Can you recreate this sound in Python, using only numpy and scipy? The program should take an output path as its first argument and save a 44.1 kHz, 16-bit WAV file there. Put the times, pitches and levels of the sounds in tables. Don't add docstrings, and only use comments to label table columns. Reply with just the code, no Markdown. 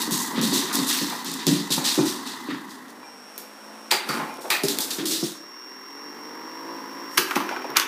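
import sys
import numpy as np
from scipy import signal
from scipy.fft import rfft, irfft, next_fast_len
from scipy.io import wavfile
from scipy.ndimage import uniform_filter1d

SR = 44100
rng = np.random.default_rng(int(sys.argv[2]) if len(sys.argv) > 2 else 0)


def voltage_ratio(level):
    return 10 ** (np.asarray(level, float) / 20)


def generate_wav(signal):
    frames = np.transpose(np.atleast_2d(signal))
    scaled = np.clip(frames, -1, 1) * 32767
    pcm = np.round(scaled).astype(np.int16)
    wavfile.write(sys.argv[1], SR, pcm)


N = 347067


def rms_one(x):
    return x / np.sqrt(np.mean(x ** 2) + 1e-20)


def peak_level_db(x):
    return 20 * np.log10(np.abs(x).max())


def in_time(rows):
    s, *columns = np.transpose(rows)
    return [np.interp(np.arange(N) / SR, s, c) for c in columns]


def at_hz(points, hz):
    points = np.array(points)
    return np.interp(np.log(hz), np.log(points[:, 0]), points[:, 1])


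def colour(x, points, tilt_db=0, pivot_hz=4000):
    size = next_fast_len(len(x) + 4096)
    hz = np.maximum(np.fft.rfftfreq(size, 1 / SR), 20)
    level_db = at_hz(points, hz) + tilt_db * np.log2(hz / pivot_hz)
    cepstrum = irfft(np.log(voltage_ratio(level_db)), size)
    cepstrum[1:(size + 1) // 2] *= 2
    cepstrum[size // 2 + 1:] = 0
    return irfft(rfft(x, size) * np.exp(rfft(cepstrum)), size)[:len(x)]


def rippled(x, ripple):
    size = next_fast_len(len(x))
    hz = np.fft.rfftfreq(size, 1 / SR)
    ripple_db = sum(depth_db * np.exp(-((hz - at) / width) ** 2) for at, width, depth_db in ripple)
    return irfft(rfft(x, size) * voltage_ratio(ripple_db), size)[:len(x)]


def ring(x, hz, t60):
    r, w = voltage_ratio(-60 / (t60 * SR)), 2 * np.pi * hz / SR
    return signal.lfilter([0, np.sin(w)], [1, -2 * r * np.cos(w), r * r], x + 1e-18)


def envelope(rise, t60, start, size=22050):
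    t = np.arange(size) / SR
    rise, t60 = max(rise, .0005), max(t60, .005)
    return np.where(t < rise, start + (1 - start) * t / rise, voltage_ratio(-60 * (t - rise) / t60))


def add(bus, s, sound, peak_db):
    i = max(round(s * SR), 0)
    bus[i:i + len(sound)] += (voltage_ratio(peak_db) * sound / np.abs(sound).max())[:N - i]


def grains(size, spread_db):
    return rng.standard_normal(size) * voltage_ratio(spread_db * np.minimum(rng.exponential(1, size), 4))


def wander(rate_hz, points, swing_db):
    return voltage_ratio(np.interp(np.arange(N) / SR * rate_hz, np.arange(points), rng.normal(0, swing_db, points)))


# start_s, end_s
BLENDS = [
    (2.7, 3.31),
    (4.9, 5.52),
]


def listening_place():
    return in_time([(s, k + j) for k, blend in enumerate(BLENDS) for j, s in enumerate(blend)])[0]


def drag_strokes(size, step, swing_db):
    clumps = np.interp(np.arange(size) / step, np.arange(150), voltage_ratio(rng.normal(0, swing_db, 150)))
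    return grains(size, spread_db=3.0) * clumps


# start_s, peak_db,
# fade_t60_s, tilt_db_per_octave
BOARD_SCUFFS = [(0.0, -8, 0.29, 2.5), (0.11, -8.5, 0.47, 4), (0.1865, -14, 0.53, 4),
                (0.3558, -14, 0.36, -8), (0.414, -10, 1, 1.5), (0.5292, -8, 0.42, 2.5),
                (0.56, -14, 0.83, -2.5), (0.7284, -11, 0.2, 5), (0.7543, -12, 1, 1),
                (0.8674, -9.5, 0.26, 7), (0.8869, -8.5, 1, -2.5), (0.92, -12, 0.69, 9),
                (1.1007, -26, 0.58, 9), (1.247, -17, 0.85, -0.5), (1.316, -22.5, 0.25, 4),
                (1.3875, -21.5, 0.33, -6), (1.4651, -7, 0.62, -0.5), (1.706, -6.5, 0.42, 2),
                (1.8406, -7.5, 0.91, 0), (2.0573, -13, 0.43, 2), (2.256, -19, 0.32, -1),
                (2.285, -22.5, 0.72, -1.5), (2.4838, -18.5, 0.43, -13), (2.691, -30.5, 0.38, 2),
                (2.885, -38, 0.1, 3)]
CARPET_SCUFFS = [(4.0876, -22, 0.23, 3), (4.41, -30, 1, 6.5), (4.503, -11, 0.3, -7.5),
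                 (4.6346, -14, 0.38, 3.5), (4.682, -12, 0.35, 3), (4.803, -14, 0.37, 5.5),
                 (4.9055, -14.5, 0.16, 1), (4.925, -19, 0.55, 4.5), (5.0553, -14.5, 0.64, 4),
                 (4.984, -21.5, .3, -7), (5.108, -13.5, 0.61, 0.5), (5.125, -14.5, 0.44, 2.5),
                 (5.24, -19, 0.96, 2), (6.4495, -68, 0.25, 9)]
# pitch_hz, level_db_per_hz
SCUFF_COLOUR = [(710, -63), (1200, -6), (1520, -6.5), (1830, -0.5), (2250, -5), (2590, -1), (3700, 6),
                (11700, -5), (15300, -9.5), (16000, -67)]


def scuffs(near, far):
    floors = ((BOARD_SCUFFS, .02, .4, -17), (CARPET_SCUFFS, .0069, .9, -14))
    for rows, swell_s, bite, room_db in floors:
        for s, peak_db, t60, tilt_db in rows:
            shape = envelope(swell_s, t60, start=bite)
            drag = shape * drag_strokes(len(shape), 150, 1.5)
            patches = 0
            for step, hz in zip((500, 700, 900), 3600 * 2 ** rng.uniform(0, 1, 3)):
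                claw = shape * drag_strokes(len(shape), step, 6)
                patches = patches + ring(claw, hz, 16 / hz)
            sound = rms_one(drag) + voltage_ratio(-10.5) * rms_one(patches)
            sound = colour(sound, SCUFF_COLOUR, tilt_db)
            add(near, s, sound, peak_db - 3.0)
            add(far, s, sound, peak_db + room_db)


# start_s, peak_db
TICKS = [(0.1093, -10), (0.4143, -7), (0.4744, -12), (0.556, -7.5), (0.7287, -16), (0.7547, -2),
         (0.8694, -20), (0.901, -3), (1.1008, -11), (1.2462, -13.5), (1.3163, -14), (1.3394, -14),
         (1.4679, 1.5), (1.4894, -59.5), (1.8423, -11), (2.0596, -15), (3.379, -30), (4.141, -18),
         (4.6353, -8), (4.684, -8), (4.7865, -3.5), (4.8055, -9), (4.9045, -17), (5.0564, -23),
         (5.238, -20), (7.1817, -2), (7.7026, -20), (7.798, 0.5), (7.7695, 6), (4.09, -19), (7.3105, -19),
         (7.3595, -24.5), (7.4915, -28), (4.341, -28), (4.371, -27), (4.9245, -24)]
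# pitch_hz, level_db_per_hz
SNAP_COLOUR = [(1500, -19.5), (3500, -5.5), (5500, 0.5), (8300, -9), (11500, -1.5), (16000, -6.5)]


def ticks(near, far):
    for s, peak_db in TICKS:
        snap = rng.standard_normal(1024) * envelope(0, .006, start=1, size=1024)
        snap = colour(snap, SNAP_COLOUR)
        add(near, s, snap, peak_db - 4.5)
        add(far, s, snap, peak_db - 16)


# start_s, peak_db, boom_hz, t60_s
THUDS = [(0.079, -15, 315, 0.13), (0.117, -13.5, 217, 0.11), (0.333, -17, 256, 0.66), (0.38, -9, 227, 0.16),
         (0.407, -19.5, 235, 0.13), (0.434, -10, 235, 0.34), (0.528, -13, 349, 0.42),
         (0.748, -16, 290, 0.32), (0.787, -9.5, 260, 0.19), (1.016, -12, 245, 0.19),
         (1.264, -19.5, 267, 0.93), (1.47, -9, 190, 0.2), (1.478, -6.5, 292, 0.25), (1.527, -13, 197, 0.14),
         (1.706, -17, 286, 0.48), (1.777, -17.5, 266, 0.057), (1.847, -21, 300, 0.11),
         (1.979, -7, 300, 0.1), (1.989, -5, 298, 0.18), (2.488, -17.5, 294, 0.1), (2.523, -21, 250, 0.36),
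         (4.093, -19, 230, 0.11), (4.147, -22, 240, 0.16), (4.19, -24, 250, 0.052),
         (4.222, -24.5, 237, 0.086), (4.639, -10.5, 322, 0.054), (4.699, -19.5, 283, 0.07),
         (4.782, -27.5, 255, 0.11), (4.987, -19, 313, 0.62), (5.124, -22.5, 336, 0.2),
         (5.23, -14, 320, 0.066), (7.186, -17, 382, 0.14), (7.364, -11, 282, 0.018), (7.695, -24, 374, 0.1),
         (3.945, -23, 372, 0.1)]


def thuds(near, far):
    press_s, puff_tilt_db, size = .011, -11.5, 13230
    ratios = [.7, .85, 1.0, 1.2, 1.5, 1.9]
    usual_db = np.array([7.9, 19.0, 39.7, 16.3, 6.8, 3.1])
    for s, peak_db, hz, t60 in THUDS:
        push = envelope(press_s, max(t60, .02), start=0.8, size=size) * rng.standard_normal(size)
        push[:2] += 12
        strength = voltage_ratio(usual_db + rng.normal(0, 10.0, 6))
        boom = sum(g * ring(push, hz * k, .055) for k, g in zip(ratios, strength))
        puff = colour(push, [(100, -20.0), (300, -34.0), (16000, -4)], puff_tilt_db, pivot_hz=300)
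        sound = rms_one(boom) + voltage_ratio(4.5) * rms_one(puff)
        add(near, s - .002, sound, peak_db)
        add(far, s - .002, sound, peak_db - 4.5)


# pitch_hz, level_db_per_hz
SHELL_COLOUR = [(59, 16), (100, -86), (343, 2), (608, -24.5), (854, 2), (1910, 1), (2320, -1.5),
                (4870, -10), (9210, -15.5), (14700, -22), (16000, -28)]
# pitch_hz, level_db, t60 in steps of 0.025 s
SHELL = [(372, 4, 1.4), (870, 19, 4.4), (2380, 12.5, 2.1), (1350, 5, 2.7), (4800, 3, .8)]


def struck_shell(shake, grip, crack_t60, body_hz, tilt_db, beside):
    size = len(shake) - grip
    crack = rng.standard_normal(size) * voltage_ratio(-60 * np.arange(size) / SR / crack_t60)
    blow = shake.copy()
    blow[grip:] += crack * 7 / np.sqrt(np.sum(crack ** 2))
    modes = 0
    for hz, mode_db, t60 in SHELL:
        strength = voltage_ratio(mode_db + rng.normal(0, 4))
        modes = modes + strength * ring(blow, hz * rng.uniform(.985, 1.015), .025 * t60)
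    body = ring(blow, body_hz, .012)
    modes_db, body_db = (-19.5, -10.5) if beside else (-9.5, -3.5)
    ringing = voltage_ratio(modes_db) * rms_one(modes) + voltage_ratio(body_db) * rms_one(body)
    small = signal.butter(2, 300, "high", fs=SR, output="sos")
    return rms_one(colour(blow, SHELL_COLOUR, tilt_db, pivot_hz=2000)) + signal.sosfilt(small, ringing)


# start_s, peak_db, body_hz, rattle_t60_s, room_db
CRACKS = [
    (3.912, -7.5, 4840, 0.088, 0.5),
    (3.921, -8, 870, 0.28, -10.5),
    (7.178, 1, 1680, 0.071, -3),
    (7.358, -10.5, 2620, 0.073, -3),
    (7.769, -2, 1530, 0.1, -6.5),
]
# start_s, peak_db, body_hz, tilt_db_per_octave
KNOCKS = [(0.72, -32, 1360, -6), (1.125, -21, 980, -12), (2.256, -35, 1270, -15), (1.779, -20.5, 860, -7),
          (1.99, -18.5, 1100, -24), (3.03, -34, 980, -9), (3.379, -28.5, 460, 6.5),
          (4.089, -20.5, 1400, -2.5), (4.15, -25, 4540, 6), (4.0912, -21, 4610, -2), (4.172, -21, 1070, -2),
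          (4.195, -24, 910, -9), (4.215, -24.5, 1050, -2.5), (4.233, -33, 1090, -1), (4.384, -30, 513, -10),
          (4.294, -30, 805, -10), (4.502, -12, 2510, 11.5), (4.503, -15, 4830, 5), (4.513, -16, 2400, -0.5),
          (4.527, -14.5, 2510, 0), (4.548, -20, 1760, -5), (4.787, -19.5, 3470, 10),
          (7.31, -13.5, 1470, -2), (7.365, -11, 1070, -3.5), (7.392, -36, 1010, 6),
          (7.403, -15, 1090, -1.5), (7.491, -15.5, 1510, -1.5), (7.554, -24, 1140, -15),
          (7.414, -20.5, 1100, -4), (7.512, -17, 860, -3.5), (7.525, -20, 990, -3.5),
          (7.563, -19, 1450, -3.5), (7.62, -28, 2500, -1.5), (7.644, -18.5, 970, -2.5),
          (7.652, -21.5, 700, -5), (7.723, -34, 1020, -9), (7.758, -20, 3560, 2), (7.761, -13.5, 1630, -11),
          (7.798, -7.5, 1760, 2), (7.818, -9, 2580, -0.5), (7.825, -18, 2000, 1)]


def knocks(near, far):
    blows = [(s, db, hz, t60, 2.5, room_db, .005) for s, db, hz, t60, room_db in CRACKS]
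    for s, peak_db, hz, tilt_db in KNOCKS:
        t60, room_db = (.097, -6) if s > BLENDS[1][0] else (.21, -2.5)
        blows.append((s, peak_db, hz, t60, tilt_db, room_db, .0005))
    for s, peak_db, body_hz, t60, tilt_db, room_db, grip_s in blows:
        grip, beside = round(grip_s * SR), s > BLENDS[1][0]
        shake = grains(size=8820, spread_db=3.5) * 0.24
        shake = shake * envelope(grip / SR, t60, start=0.17, size=8820)
        direct = struck_shell(shake, grip, .015, body_hz, tilt_db, beside)
        roomward = struck_shell(shake, grip, .0005, body_hz, tilt_db, beside)
        add(near, s - grip / SR, direct, peak_db)
        room_peak_db = peak_db + room_db + peak_level_db(roomward) - peak_level_db(direct)
        add(far, s - grip / SR, roomward, room_peak_db)


# start_s, peak_db, hollow_hz, t60_s
RATTLE = [(0.712, -26, 1360, 0.23), (0.735, -28, 1280, 0.27), (1.121, -28.5, 1010, 0.12),
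          (1.782, -31.5, 970, 0.94), (3.935, -20, 2350, 0.35), (4.101, -27, 1280, 0.54),
          (4.202, -28.5, 1240, 0.25), (4.388, -40, 485, 0.12), (4.449, -34, 585, 0.97),
          (7.192, -28, 2700, 0.31), (7.31, -40, 1250, 0.094), (7.365, -31.5, 1140, 1),
          (7.528, -43, 950, 0.13), (7.704, -33, 850, 0.29), (7.763, -20.5, 1580, 0.037)]


def rattle(near, far):
    s, peak_db, hollow_hz, t60 = np.transpose(RATTLE)[:, :, None]
    since, rise_db_per_s = np.arange(N) / SR - s, 800
    shapes_db = peak_db + np.where(since < 0, rise_db_per_s * since, -60 * since / t60)
    level_db = np.maximum(shapes_db.max(axis=0), -120)
    centre_hz = hollow_hz[shapes_db.argmax(axis=0), 0]
    touches = (rng.random(N) < 2000 / SR) * grains(N, spread_db=2.5)
    felt = signal.butter(2, 2500, fs=SR, output="sos")
    touches = signal.sosfilt(felt, touches)
    dealt = np.repeat(rng.integers(0, 4, N // 32 + 1), 32)[:N]
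    sound = 0
    for k, hz in enumerate(np.geomspace(380, 3200, 16)):
        nearness_db = -14.0 * np.log2(hz / centre_hz) ** 2
        sound = sound + ring(touches * (dealt == k % 4) * voltage_ratio(nearness_db), hz, 16 / hz)
    sound = voltage_ratio(level_db - 3) * rms_one(np.diff(sound, prepend=0) * 1000 / centre_hz)
    add(near, 0, sound, peak_level_db(sound))
    add(far, 0, sound, peak_level_db(sound) - 4)


# start_s, peak_db, t60_s, tilt_db_per_octave
CLICKS = [(0.1087, -18, .004, 3), (0.1865, -23, .004, -1), (0.4219, -18, .004, 3), (0.889, -14, .004, 13),
          (3.362, -34, .004, 2), (3.3787, -10.5, 0.0024, 6.5), (3.3855, -19, .002, 2),
          (3.391, -30, .002, 3), (3.914, -1.5, 0.0051, 0), (4.0908, -20, 0.0065, -9),
          (4.9045, -32, .004, -9), (7.1735, -8, .006, 6), (7.1798, -3.5, 0.011, -4),
          (7.1833, -12, .008, -4.5), (7.199, -26, .006, 6), (7.355, -22, .008, 6), (7.365, -16, .005, 0),
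          (7.373, -18, .005, 1), (7.405, -22, .005, 4), (7.703, -28, .01, 3), (4.684, -13, .004, -2),
          (1.7043, -12, .006, -6), (1.522, -18, .006, 6), (1.118, -36, .006, 8), (2.882, -38, .01, -4),
          (4.5038, -11, .004, -3), (5.119, -18, .005, 1)]


def clicks(near, far):
    for s, peak_db, t60, tilt_db in CLICKS:
        shape = envelope(0, 1, start=0.88, size=1024) ** (1 / max(t60, .001))
        snap = colour(rng.standard_normal(1024) * shape, SNAP_COLOUR, tilt_db)
        add(near, s, snap, peak_db)
        add(far, s, snap, peak_db - 5)


# start_s, turns_per_s, aim_turns_per_s
WHEEL = [
    (0, 44, 47),
    (2.6, 45.1, 70),
    (3.91, 45, 28),
    (4.95, 27.9, 70),
    (7.18, 48, 39),
    (7.4, 39.5, 66),
]


def wheel_speed():
    spin_up_s, sag_s = 1.64, .1
    t, turns = np.arange(N) / SR, np.zeros(N)
    for s, start, aim in WHEEL:
        lag = spin_up_s if aim > start else sag_s
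        turns = np.where(t >= s, aim + (start - aim) * np.exp(-np.maximum(t - s, 0) / lag), turns)
    return turns


SLOW_WHEEL = .946


def wheel_angle(turns):
    flutter = np.interp(np.arange(N) / SR * 9, np.arange(80), rng.normal(0, .002, 80))
    return np.cumsum(turns * (1 + flutter)) / SR


# shaft_multiple, faster_wheel_db, slower_wheel_db
ORDERS = [(2, -0.5, -12), (3, -0.5, 4), (4, -14, 5.5), (5, -7.5, 3), (6, 1, -5), (7, -3, -11),
          (8, -7, -0.5), (9, 4, 6), (10, 4, -1), (11, -0.5, -7), (12, 6, -2), (13, 2, -4), (14, -3, 0.5),
          (15, -11, -14), (16, 2, 12), (17, 5.5, -20), (18, 7, 2)]


def wheel_hum(angle, wheel, speed):
    order, fall_db = np.arange(128), .85
    level_db = rng.normal(0, 3, 128) - fall_db * order
    for k, *strength_db in ORDERS:
        level_db[int(k)] = strength_db[wheel] - fall_db * k
    partials = voltage_ratio(level_db) * np.exp(2j * np.pi * rng.random(128)) * (order > 1)
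    one_turn = irfft(partials, 1024) * 1024 / 24 * speed ** 8
    return wander(7, 60, 4) * np.interp(angle % 1 * 1024, np.arange(1024), one_turn, period=1024)


# pitch_hz, level_db_per_hz
PLACES = [
    [(40, -38), (85, -26.5), (140, -14), (256, 9.5), (305, 2.5), (392, -2.5), (600, -19), (990, 2.5),
     (1410, -10.5), (2000, -3), (2210, -22.5), (3740, -17), (8300, -25), (16000, -26)],
    [(40, -43), (100, -22), (160, -20), (220, 4.5), (392, 0.5), (640, 0.5), (930, 3.5), (1440, 3),
     (2200, -2.5), (4680, -12), (5580, -7), (6330, -9.5), (16000, -18)],
    [(40, -73), (133, -29), (283, 3), (444, -4), (663, -12.5), (1020, 4), (1340, -3), (1950, -2.5),
     (2400, -11.5), (4340, -18), (5580, -12), (6820, -22.5), (11100, -23.5), (16000, -19.5)],
]
# pitch_hz, width_hz, level_db
RIPPLE = [
    [(13200, 300, -3)],
    [(7000, 900, -5), (8900, 300, -4), (11100, 200, 3), (13300, 300, -4)],
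    [(6750, 160, -16), (8800, 150, -7), (9600, 400, -3), (11100, 200, 4), (13350, 200, -10),
     (14500, 300, 2)],
]
THROB_DB = [-16, 7, 8]
PULSE_DB = [2, 0.5, 1.5]


def whirr(hum, slow_angle, place):
    idle_angle = 28.7 * (np.arange(N) / SR - .001)
    bass, sound = signal.butter(2, 500, fs=SR, output="sos"), 0
    for k, (points, throb_db, pulse_db) in enumerate(zip(PLACES, THROB_DB, PULSE_DB)):
        weight = np.sqrt(np.clip(1 - np.abs(place - k), 0, 1))
        turn = 2 * np.pi * (slow_angle if k else idle_angle)
        pulse = voltage_ratio(pulse_db * (np.cos(turn) + .5 * np.cos(2 * turn - 1)))
        air = rng.standard_normal(N)
        low = signal.sosfilt(bass, air)
        air = low + (air - low) * rms_one(pulse)
        heard = rippled(colour(air + voltage_ratio(throb_db) * hum, points), RIPPLE[k])
        sound = sound + weight * rms_one(heard)
    return sound


# start_s, end_s, level_db, rise_s
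WHINE = [
    (2.7, 3.925, -52.5, 0.45),
    (4.198, 4.52, -51, 0.13),
    (5.285, 7.184, -46, 0.094),
    (7.216, 7.322, -48, 0.023),
    (7.39, 7.712, -45, 0.11),
]


def whine_gain():
    idle_db, fall_s = -100, .057
    t = np.arange(N) / SR
    gain = voltage_ratio(idle_db) * (t > WHINE[0][0])
    for on, off, level_db, rise in WHINE:
        ramp = np.clip((t - on) / rise, 0, 1) ** 1.6
        gain = gain + voltage_ratio(level_db) * ramp * np.clip(1 + (off - t) / fall_s, 0, 1)
    return gain


# shaft_multiple, level_db
SIDEBANDS = [(1, -25), (2, -32), (3, -10), (4, -25), (6, -20), (9, -22)]
SIDEBAND_SHARE = [
    [.4, .5, 1.2],
    [1.2, 1.6, .4],
]


def whine(angles, place):
    wobble = 1
    for angle, share in zip(angles, SIDEBAND_SHARE):
        sides = sum(1.25 * voltage_ratio(side_db) * np.cos(2 * np.pi * k * angle + k) for k, side_db in SIDEBANDS)
        wobble = wobble + np.interp(place, [0, 1, 2], share) * sides
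    phase = 2 * np.pi * 5534.3 * np.arange(N) / SR
    tone = wobble * np.sin(phase)
    tone = tone + voltage_ratio(-18) * np.sin(phase / 2)
    upper = wobble ** 2 * np.sin(phase * 3 / 2)
    tone = tone + voltage_ratio(-18) * np.clip(2 - place, 0, 1) * upper
    tone = tone + voltage_ratio(-32) * wobble * np.sin(phase * 2)
    return np.sqrt(2) * whine_gain() * tone * wander(12, 100, 1.5)


# time_s, level_db
BUSTLE = [(0, -31.5), (0.92, -31.5), (1.22, -36), (1.97, -36), (2.47, -36.5), (2.94, -44), (3.94, -60),
          (4.1, -30), (4.49, -46.5), (4.8, -36), (5.13, -41.5), (5.3, -46.5), (7.1, -53), (7.36, -32),
          (7.69, -39), (7.87, -43)]


def motor():
    turns, place = wheel_speed(), listening_place()
    speeds = (1, SLOW_WHEEL)
    angles = [wheel_angle(turns * speed) for speed in speeds]
    hum = sum(wheel_hum(angle, k, speed) for k, (angle, speed) in enumerate(zip(angles, speeds)))
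    wheels_db = np.interp(place, [0, 1, 2], [-60, -46.5, -40.5])
    wheels = voltage_ratio(wheels_db) * (turns / 50) ** 2.4
    level = np.hypot(wheels, voltage_ratio(in_time(BUSTLE)[0]))
    return level * whirr(hum, angles[-1], place) + whine(angles, place)


# start_s, length_s, level_db
RUSTLE = [
    (7.1, 0.29, -46),
    (4.6, 0.12, -46),
]
# pitch_hz, level_db_per_hz
RUSTLE_COLOUR = [(3000, -25), (6000, -1), (9000, -2), (14500, -1), (16000, -12)]


def rustle():
    t, shape = np.arange(N) / SR, 0
    for s, length, level_db in RUSTLE:
        shape = shape + voltage_ratio(level_db) * np.sin(np.pi * np.clip((t - s) / length, 0, 1)) ** 0.58
    return shape * wander(30, 240, 2.5) * rms_one(colour(grains(N, spread_db=4.0), RUSTLE_COLOUR))


# pitch_hz, t60_s
ROOM = [(150, 0.4), (400, 0.48), (1040, 0.7), (2760, 0.49), (7280, 0.27)]


def room(x):
    t, edges, tail = np.arange(SR * 3 // 4) / SR, 70 * 2 ** np.arange(0, 8.1, .5), 0
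    for low, high in zip(edges, edges[1:]):
        band_pass = signal.butter(2, [low, high], "band", fs=SR, output="sos")
        band = signal.sosfilt(band_pass, rng.standard_normal(len(t)))
        tail = tail + band * voltage_ratio(-60 * t / at_hz(ROOM, np.sqrt(low * high)))
    answer = rfft(tail * (1 - np.exp(-t / 0.0026)))
    power = uniform_filter1d(np.abs(answer) ** 2, size=60)
    tail = irfft(answer / np.sqrt(power + 1e-9), len(t))
    return signal.fftconvolve(x, tail / np.sqrt(np.sum(tail ** 2)))[:N]


# start_s, peak_db, t60_s
JOLTS = [(0.04, -59, .2), (0.361, -62, .4), (0.74, -64, .2), (0.86, -59, .3), (1.01, -58, .2),
         (1.47, -51, 0.55), (1.83, -58, 0.18), (3.37, -70, .2), (3.91, -74, .2), (4.1, -72, .3),
         (4.5, -70, .2), (4.63, -70, .2), (7.175, -62, .2), (7.36, -66, .2), (7.765, -66, .2)]


def rumble():
    low = signal.butter(2, [25, 90], "band", fs=SR, output="sos")
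    shaken = np.zeros(N)
    for s, peak_db, t60 in JOLTS:
        add(shaken, s, envelope(0.018, t60, start=0), peak_db)
    return (voltage_ratio(-101) + shaken) * rms_one(signal.sosfilt(low, rng.standard_normal(N)))


# time_s, level_db
LEAVING = [(0, -1), (5.27, 2), (5.45, -15), (6.2, -20), (6.9, 0.5), (7.87, -0.5)]
# pitch_hz, width_hz, level_db
ACROSS = [(614, 130, -2.5), (3030, 250, -2), (3750, 290, 1.5), (8160, 650, 2), (9750, 540, -1),
          (13100, 300, -3)]
BESIDE = [(557, 89, -2), (7330, 490, -5), (8800, 950, -6), (13400, 300, 0), (3030, 730, 1.5),
          (5900, 550, 1.5)]


def scene():
    near, far = np.zeros(N), np.zeros(N)
    for source in (scuffs, ticks, thuds, knocks, rattle, clicks):
        source(near, far)
    no_bass = signal.butter(8, 150, "high", fs=SR, output="sos")
    contacts = signal.sosfilt(no_bass, near + room(far)) * voltage_ratio(in_time(LEAVING)[0])
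    across = np.arange(N) / SR < BLENDS[1][1]
    contacts = np.where(across, rippled(contacts, ACROSS), rippled(contacts, BESIDE))
    return (contacts + motor() + rustle())[None]


def band_limit(x):
    return signal.sosfilt(signal.butter(12, 16480, fs=SR, output="sos"), x)


def record(dry):
    heard = np.clip(dry + rumble(), -.88, .88)
    top_cut = signal.ellip(10, .5, 46, 15330, fs=SR, output="sos")
    return band_limit(signal.sosfilt(top_cut, heard))


dry = scene()
out = record(dry)
generate_wav(out)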